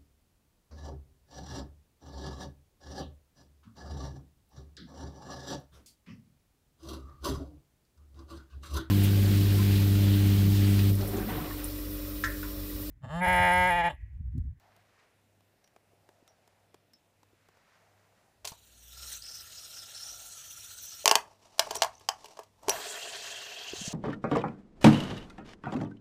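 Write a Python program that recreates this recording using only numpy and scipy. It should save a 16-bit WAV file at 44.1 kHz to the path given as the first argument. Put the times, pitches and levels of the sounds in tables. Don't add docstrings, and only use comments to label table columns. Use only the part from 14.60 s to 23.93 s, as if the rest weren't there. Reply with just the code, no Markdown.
import sys
import numpy as np
from scipy import signal
from scipy.io import wavfile

SR = 44100
rng = np.random.default_rng(int(sys.argv[2]) if len(sys.argv) > 2 else 0)


def decibels_to_gain(level_db):
    exponent = np.asarray(level_db, float) / 20
    return 10 ** exponent


def wav_record(signal):
    frames = np.transpose(np.atleast_2d(signal))
    bounded = np.clip(frames, -1, 1)
    quanta = np.round(bounded * 32767).astype(np.int16)
    wavfile.write(sys.argv[1], SR, quanta)


N = 411453

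# f/Hz, level/dB per Hz
AIR_COLOUR = [(15, -30), (25, -16), (60, -5), (102, -4), (149, -3.5), (416, -8), (659, -5), (911, -12.5),
              (1260, -17.5), (2050, -13.5), (2910, -19.5), (6000, -22.5), (14400, -27.5), (16000, -30)]
# f/Hz, level/dB rms, phase/rad
HUM_TONES = [(99.2, -79, 0.0), (100.71, -81, -0.65)]
# t/s, hold/s, level/dB
CLOTH_RUBS = [
    (0.0, 0.4, -69),
    (1.6, 0.43, -73.5),
    (0.41, 0.039, -71.5),
    (2.95, 0.18, -72.5),
    (3.14, 0.042, -70),
    (3.4, 0.24, -70.5),
]
# t/s, hold/s, level/dB
TRAFFIC_SWELLS = [
    (0.0, 0.14, -71),
    (0.42, 0.036, -77),
    (1.33, 0.66, -74.5),
    (2.95, 0.27, -78.5),
    (3.3, 0.38, -73.5),
    (4.98, 0.37, -70),
    (5.5, 0.13, -66.5),
]
# t/s, peak level/dB, table share/dB, edge share/dB
FINGER_TICKS = [(0.1624, -60, -2.5, 10), (0.8048, -57, -6, -14), (1.041, -50, -19, -23),
                (1.074, -50, -27, -28), (1.1608, -49.5, 0, -28), (1.488, -48, 0, -29),
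                (1.6756, -44.5, -16, -14), (1.8747, -53, -4, 3), (2.142, -43.5, -3.5, -29),
                (2.3331, -58.5, -29, 12.5), (2.6292, -51, -3, -21), (2.8852, -51, -2, -18),
                (2.9694, -57.5, -2, -19)]
# t/s, peak level/dB, f/Hz, decay/cycles
BALL_CHINKS = [(1.041, -70, 5750, 110), (1.6844, -68, 5700, 120), (2.333, -61, 5230, 83),
               (4.622, -37, 5020, 8.3), (6.493, -24.5, 5730, 21), (7.164, -35, 5810, 21),
               (7.183, -40, 5760, 29), (7.352, -54, 6030, 19), (7.3796, -55, 6040, 17),
               (7.204, -49, 5700, 12), (8.096, -23.5, 5810, 26), (8.103, -24.5, 5840, 21)]
# t/s, peak level/dB, f/Hz, decay/cycles
LOW_KNOCKS = [(1.333, -58, 400, 1), (1.626, -53.5, 330, 0.59), (2.732, -59, 333, 1.1),
              (2.887, -55, 400, 0.99), (3.918, -42, 122, 0.22), (6.444, -35, 595, 3.9),
              (8.082, -24, 402, 3.5), (8.092, -28, 558, 5.1), (9.134, -29.5, 378, 1.16),
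              (9.214, -34, 190, 0.96), (9.278, -29, 173, 0.54)]

# t/s, peak level/dB, wood share/dB, edge share/dB
FLICK_HITS = [
    (3.8452, -34, -2, -20),
    (3.8496, -24.5, -17, -9.5),
    (3.8716, -25.5, -18, -8),
    (3.9174, -41, -3.5, -19),
]
STOP_HITS = [
    (6.4567, -3.5, -17, -14.5),
    (6.4772, -1.5, -17, -18),
    (6.4944, -18.5, -8.5, -15.5),
    (6.5121, -3, -12.5, -20),
    (6.5213, -32, -1, 4),
    (6.554, -3, -15, -16),
    (8.0314, -61, 6.5, 6.5),
    (8.0834, -21, -5, -10),
    (8.094, -17.5, -10.5, 0.5),
]
SET_DOWN_HITS = [
    (6.9814, -37, -7, -11),
    (6.9935, -3, -12.5, -16.5),
    (7.22, -4.5, -9, -33),
    (7.2324, -15, -12, -19),
    (7.2454, -25.5, 2, -7.5),
    (7.2614, -35.5, -1.5, -18.5),
    (7.4874, -10.5, -9.5, -19.5),
]
NUDGE_HITS = [(7.0684, -46.5, 16, -0.5), (7.1072, -22.5, -1.5, -10), (7.1467, -32, -12, -8),
              (7.1526, -30, 2.5, 2.5), (7.1656, -31.5, -1, -3), (7.2036, -47, -1, -20),
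              (7.395, -51, -19, -5), (7.4076, -47, 0, -24), (7.6425, -38.5, -4.5, -15),
              (7.656, -37.5, -10, -12), (7.6824, -46, -5, -13), (7.7114, -51, 0, -13),
              (7.7692, -42, 0, -23), (7.7897, -39.5, 7.5, -6), (7.8321, -46, -18, -9.5)]

# f/Hz, level/dB, t60/s
SHELL_MODES = [(2050, -20.5, 0.01), (2800, -12.5, 0.003), (3080, -7, 0.019), (3400, -0.5, 0.0092),
               (4590, 5, 0.0053), (5020, -1.5, 0.006), (5600, 2.5, 0.002), (5900, 0.5, 0.0058),
               (6350, -8.5, 0.0055)]
# f/Hz, level/dB, t60/s
TABLE_MODES = [(673.5, -3.5, .07), (769, -2, 0.052), (880, 0.5, .055), (958, -3, 0.045), (1070, -3, 0.046),
               (1580, -18, 0.046)]
# f/Hz, level/dB, t60/s
EDGE_MODES = [(6950, 9, 0.0017), (8100, 9.5, 0.002), (9960, 4, 0.0038), (11200, 0, 0.0013),
              (12800, -3, .003), (14300, -3.5, .003)]
# f/Hz, level/dB, t60/s
PANEL_MODES = [(430, 0, .12), (597, -3, .08)]
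# low f/Hz, high f/Hz, level/dB, t60/s
ROOM_BANDS = [(357, 430, -45, 0.27), (600, 1320, -34.5, 0.21), (1200, 2300, -32, 0.18),
              (2400, 3000, -37, 0.13), (3480, 12000, -44.5, 0.18), (6800, 21000, -43, .16)]

# t/s, hold/s, level/dB
GUSTS = [
    (3.85, .06, -55),
    (4.38, 0.2, -55.5),
    (4.75, 1.77, -59.5),
    (7.14, .14, -56),
    (7.51, .07, -63),
    (8.06, 0.035, -56),
    (9.2, .02, -45),
]
# t/s, level/dB
NEARNESS_CURVE = [
    (3.88, -48),
    (3.93, -61),
    (3.97, -66.5),
    (4.26, -60.5),
    (4.5, -48.5),
    (4.56, -48),
    (4.59, -56.5),
    (5.3, -53),
    (6.43, -53),
]
# t/s, cage f/Hz, race f/Hz
GRIP_TUNING = [
    (4.2, 4150, 5950),
    (4.29, 3400, 5900),
    (4.38, 4100, 5100),
    (4.52, 4050, 5900),
    (4.6, 4080, 5900),
    (4.65, 4080, 5130),
    (5.45, 4050, 5396),
    (5.66, 4200, 5900),
    (6.44, 4200, 5970),
]
# t/s, hold/s, level/dB against the free spin
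THUMB_SQUEEZES = [
    (4.655, 0.14, 8),
    (4.9, 0.015, -6),
    (4.965, .02, 2),
    (5.03, 0.011, -1),
    (5.14, 0.061, 1),
    (5.35, 0.16, 1.5),
    (6.2, .15, -8),
]
# f/Hz (or a part tuned by the grip), width/Hz, level/dB
HELD_MODES = [
    [(650, 400, -12), (1380, 100, 1.5), (1750, 250, -6)],
    [("cage", 400, -3), (2900, 600, -8), (3450, 600, -8), (10300, 800, -11), (12300, 1800, -14),
     (14400, 2200, -9)],
    [("race", 380, 0), (5200, 300, -13), (5850, 350, -5)],
    [(6700, 350, 4), (7650, 400, -1), (8400, 500, -1), (9000, 400, -1)],
]
# level/dB, follows nearness/ratio, follows squeeze/ratio
HELD_MIX = [(-10, 1.23, 0.34), (0.2, 0.93, 0.041), (-1, 1.32, 0.96), (-1.1, 1.18, .2)]
# t/s, passes/Hz, level/dB rms
LOBE_BEATS = [
    (3.92, 67, -76),
    (4.2, 57, -63),
    (4.43, 64, -54.5),
    (4.55, 57, -61),
    (4.65, 51, -68),
    (5.1, 50, -85),
    (5.6, 48.5, -70),
    (5.85, 47, -79),
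    (6.44, 40, -94),
]

# t/s, hold/s, level through the wood/dB, brightness/dB
TABLE_RUBS = [
    (6.559, 0.021, -50, -21),
    (6.679, 0.037, -72.5, -1.5),
    (6.818, 0.12, -65.5, -1.5),
    (7.031, .18, -53.5, -0.5),
    (7.343, 0.26, -66.5, -1),
    (7.668, 0.14, -65, -0.8),
    (8.092, 0.02, -41.5, -8),
]
# f/Hz, width/Hz, level/dB
LAID_MODES = [
    [(423, 48, 1.5), (689, 104, 6), (1015, 206, -3), (1720, 410, -0.5), (12400, 2000, -19.5),
     (14200, 2400, -21.5)],
    [(2726, 226, 5), (3210, 160, 5.5), (4030, 1170, -2)],
    [(4580, 680, -4), (6170, 1050, 2)],
    [(6860, 410, -7), (7400, 1430, 3), (8840, 590, -5.5), (10300, 930, -10)],
]
# pressed level/dB, free level/dB, follows shading/ratio
LAID_MIX = [(-38.5, -52.5, 0.053), (-45.5, -45, -0.03), (-58, -45.5, -0.7), (-51.5, -47, -1.27)]
# t/s, hold/s, level/dB
HAND_SHADING = [
    (8.9, 0.23, 7),
]


def rms_one(x):
    return x / np.sqrt(np.mean(x ** 2) + 1e-20)


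def in_time(rows, outside=None):
    s, *columns = np.transpose(rows)
    return [np.interp(np.arange(N) / SR, s, c, outside, outside) for c in columns]


def drift(rate, size=N):
    r = np.exp(-80 * np.pi * rate / SR)
    chance = rng.standard_normal(size // 40 + 2002)
    slow = signal.lfilter([1], [1, -2 * r, r * r], chance)[2000:]
    return np.interp(np.arange(size) / 40, np.arange(len(slow)), rms_one(slow))


def swells(rows, rise_db_per_s, fall_db_per_s):
    t, gain = np.arange(0, N + 64, 64) / SR, 0
    for s, hold, db in rows:
        rise = rise_db_per_s * np.maximum(s - t, 0)
        fall = fall_db_per_s * np.maximum(t - s - hold, 0)
        gain = gain + decibels_to_gain(db - rise - fall)
    return np.interp(np.arange(N) / SR, t, gain)


def resonate(x, hz, width):
    r = np.exp(-np.pi * width / SR)
    turn = np.exp(2j * np.pi * np.cumsum(hz + 0 * x) / SR)
    return 2 * np.real(turn * signal.lfilter([(1 - r) ** 2], [1, -2 * r, r * r], x / turn))


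def ring(clicks, hz, t60):
    r, w = decibels_to_gain(-60 / (t60 * SR)), 2 * np.pi * hz / SR
    return signal.lfilter([0, np.sin(w)], [1, -2 * r * np.cos(w), r * r], clicks + 1e-18)


def band(x, low_hz, high_hz):
    return signal.sosfilt(signal.butter(2, [low_hz, high_hz], "band", fs=SR, output="sos"), x)


def room_air():
    air, white = 0, rng.standard_normal((2, N))
    edges = 22 * 2 ** np.arange(0, 9.6, .5)
    hz, db = np.transpose(AIR_COLOUR)
    for k, (low, high) in enumerate(zip(edges, edges[1:])):
        colour_db = np.interp(np.log(low * high) / 2, np.log(hz), db)
        air = air + decibels_to_gain(colour_db + 1.3 * drift(2)) * band(white[k % 2], low, high)
    return decibels_to_gain(-71.5) * rms_one(air)


def mains_hum():
    t = np.arange(N) / SR
    return sum(np.sqrt(2) * decibels_to_gain(db) * np.sin(2 * np.pi * hz * t + phase) for hz, db, phase in HUM_TONES)


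def cloth():
    fibres = rng.standard_normal(N) * decibels_to_gain(1.4 * drift(23))
    rub = rms_one(band(fibres, 850, 2380) + 0.24 * band(fibres, 1840, 5100))
    return decibels_to_gain(-5) * swells(CLOTH_RUBS, rise_db_per_s=34, fall_db_per_s=83) * rub


def traffic():
    far = resonate(rng.standard_normal(N), 690 + 45 * drift(4), 330) * decibels_to_gain(1.5 * drift(18))
    return swells(TRAFFIC_SWELLS, rise_db_per_s=118, fall_db_per_s=70) * rms_one(far)


def kind(rows, crack_ms, panel_db):
    return [(s, db, wood_db, edge_db, crack_ms, wood_db + panel_db) for s, db, wood_db, edge_db in rows]


def blows(rows, shell_db, table_db, edge_db, panel_db, ring_share, rise_s, grit_share, wood_grit,
          low_cut_hz, shell_cut_hz):
    start_s, peak_db, wood_share, edge_share, crack_ms, panel_share = np.transpose(rows)
    out, age = np.zeros(N), np.arange(1500) / SR
    span = slice(round(start_s.min() * SR), min(N, round((start_s.max() + .5) * SR)))
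    struck = ((SHELL_MODES, shell_db, shell_cut_hz, grit_share),
              (TABLE_MODES, table_db + wood_share, low_cut_hz, wood_grit),
              (EDGE_MODES, edge_db + edge_share, shell_cut_hz, grit_share),
              (PANEL_MODES, panel_db + panel_share, .5 * low_cut_hz, wood_grit))
    for modes, share_db, cut_hz, grit_level in struck:
        contact = np.zeros(span.stop + len(age))
        for s, ms, db in zip(start_s, crack_ms, peak_db + share_db):
            pace = 1000 * age / max(ms, .3)
            grit = grit_level * rng.standard_normal(len(age)) * np.exp(-pace) * (1 - np.exp(-5 * pace))
            grit[0] = -2.6 / max(ms - 1, 1) ** 1.55
            contact[round((s + rise_s) * SR):][:len(age)] += decibels_to_gain(db) * grit
        rung = sum(decibels_to_gain(db) * ring(contact[span], hz, ring_share * t60) for hz, db, t60 in modes)
        out[span] += signal.sosfilt(signal.butter(4, cut_hz, "high", fs=SR, output="sos"), rung)
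    return out


def finger_ticks():
    return blows(kind(FINGER_TICKS, crack_ms=2.84, panel_db=-6),
                 shell_db=-11, table_db=-4, edge_db=-17.0, panel_db=-0.5, ring_share=0.062, rise_s=0.0021,
                 grit_share=0.18, wood_grit=0.19, low_cut_hz=240, shell_cut_hz=440)


def pings(rows, swell_cycles, rough):
    out, age = np.zeros(N + SR), np.arange(SR // 8) / SR
    for s, db, hz, cycles in rows:
        shape = (1 - np.exp(-age * hz / swell_cycles)) * np.exp(-age * hz / cycles)
        waver = rms_one(resonate(rng.standard_normal(len(age)), hz, 500))
        tone = np.sin(2 * np.pi * hz * age) + rough * waver
        out[round(s * SR):][:len(age)] += decibels_to_gain(db) * shape / shape.max() * tone
    return out[:N]


def loose_balls():
    return pings(BALL_CHINKS, swell_cycles=5, rough=0.87)


def room(x):
    age, echo = np.arange(SR // 2) / SR, 0
    for low, high, db, t60 in ROOM_BANDS:
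        echo = echo + decibels_to_gain(db - 60 * age / t60) * band(rng.standard_normal(len(age)), low, high)
    return signal.oaconvolve(x, echo * (1 - np.exp(-age / 0.00083)))[:N]


def low_knocks():
    return pings(LOW_KNOCKS, swell_cycles=0.41, rough=0)


def clacks():
    hard = (kind(FLICK_HITS, crack_ms=5.6, panel_db=-8) + kind(STOP_HITS, crack_ms=2.3, panel_db=-8.5)
            + kind(SET_DOWN_HITS, crack_ms=2.71, panel_db=-26) + kind(NUDGE_HITS, crack_ms=4.16, panel_db=-6.5))
    return blows(hard, shell_db=-17.5, table_db=-6.5, edge_db=-11.5, panel_db=-3.0, ring_share=0.56,
                 rise_s=0.00073, grit_share=0.35, wood_grit=0.11, low_cut_hz=523, shell_cut_hz=2150)


def draught():
    rumble = rms_one(band(rng.standard_normal(N), 53, 110))
    return decibels_to_gain(-10.0) * swells(GUSTS, rise_db_per_s=121.5, fall_db_per_s=108.5) * rumble


def bearing(start_s, end_s, levels, parts, turns, grain_db, throbs_db, flicker_db):
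    start, end = round(start_s * SR), min(N, round(end_s * SR))
    size, out = end - start, np.zeros(N)
    load = np.cos(2 * np.pi * turns) + .5 * np.cos(4 * np.pi * turns + 1.0)
    moving = dict(zip(("cage", "race"), np.array(in_time(GRIP_TUNING))[:, start:end]))
    for level, modes, throb_db in zip(levels, parts, throbs_db):
        unevenness = np.minimum(rng.exponential(1, size), 5)
        grains = rng.standard_normal(size) * decibels_to_gain(grain_db * unevenness)
        sound = 0
        for k, (hz, width, db) in enumerate(modes):
            gain = decibels_to_gain(db + flicker_db * drift(36, size) + 1.63 * drift(3, size))
            centre_hz = moving.get(hz, hz) * (1 + .018 * drift(6, size))
            delayed = np.roll(grains, 331 * k)
            sound = sound + gain * resonate(delayed, centre_hz, 1.77 * width)
        out[start:end] += level[start:end] * rms_one(sound * decibels_to_gain(throb_db * load[start:end]))
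    return out


def lobe_passes():
    return np.cumsum(in_time(LOBE_BEATS)[0]) / SR


def held_spin():
    near_db = in_time(NEARNESS_CURVE)[0]
    squeeze = 1 + swells(THUMB_SQUEEZES, rise_db_per_s=900, fall_db_per_s=399.5)
    last_db = NEARNESS_CURVE[-1][1]
    levels = [decibels_to_gain(last_db + db + follows * (near_db - last_db)) * squeeze ** loaded
              for db, follows, loaded in HELD_MIX]
    return bearing(NEARNESS_CURVE[0][0], NEARNESS_CURVE[-1][0] + .022, levels, HELD_MODES, lobe_passes() / 3,
                   grain_db=3.3, throbs_db=[1.5, 1.0, 1.7, 1.1], flicker_db=2.5)


def lobe_flutter():
    passes = lobe_passes()
    flutter = np.sin(2 * np.pi * passes) + decibels_to_gain(-15.0) * np.sin(4 * np.pi * passes)
    return np.sqrt(2) * flutter * decibels_to_gain(in_time(LOBE_BEATS, -140)[1])


def rustle():
    bright_rubs = [(s, hold, db + bright_db) for s, hold, db, bright_db in TABLE_RUBS]
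    low = swells([row[:3] for row in TABLE_RUBS], rise_db_per_s=299.5, fall_db_per_s=168)
    high = swells(bright_rubs, rise_db_per_s=299.5, fall_db_per_s=168)
    clumps_db = 1.0 * np.minimum(rng.exponential(1, N), 5) + 3.2 * drift(46)
    grains = rng.standard_normal(N) * decibels_to_gain(clumps_db)
    wood = sum(decibels_to_gain(db) * ring(grains, hz, t60 / 2) for hz, db, t60 in TABLE_MODES)
    plastic = 0.016 * ring(grains, 3080, 0.012) + 0.031 * ring(grains, 5800, 0.0073)
    return low * rms_one(wood) + high * rms_one(band(grains, 2000, 6700) + plastic)


def laid_spin():
    start_s, settle_s, turns_per_s = 8.112, 0.33, 11
    t = np.arange(N) / SR
    shade = 1 + swells(HAND_SHADING, rise_db_per_s=60, fall_db_per_s=302)
    pressed = np.exp(-np.maximum(t - start_s, 0) / settle_s)
    levels = [decibels_to_gain(free_db + (pressed_db - free_db) * pressed) * shade ** shaded
              for pressed_db, free_db, shaded in LAID_MIX]
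    return bearing(start_s, N / SR, levels, LAID_MODES, turns_per_s * t,
                   grain_db=2.5, throbs_db=[0.58, 0.44, 0.86, 0.31], flicker_db=2.5)


def scene():
    background = room_air() + mains_hum() + draught() + traffic()
    handling = cloth() + finger_ticks() + low_knocks() + rustle()
    spinner = held_spin() + lobe_flutter() + laid_spin()
    loud = clacks() + loose_balls()
    return (loud + room(loud) + spinner + handling + background)[None]


def low_pass(x):
    return signal.sosfilt(signal.butter(12, 16520, fs=SR, output="sos"), x)


def record(dry):
    limited = 1.322 * np.tanh(dry / 1.235)
    top_cut = signal.ellip(12, .5, 60, 15300, fs=SR, output="sos")
    return low_pass(signal.sosfilt(top_cut, limited))


dry = scene()
out = record(dry)
wav_record(out)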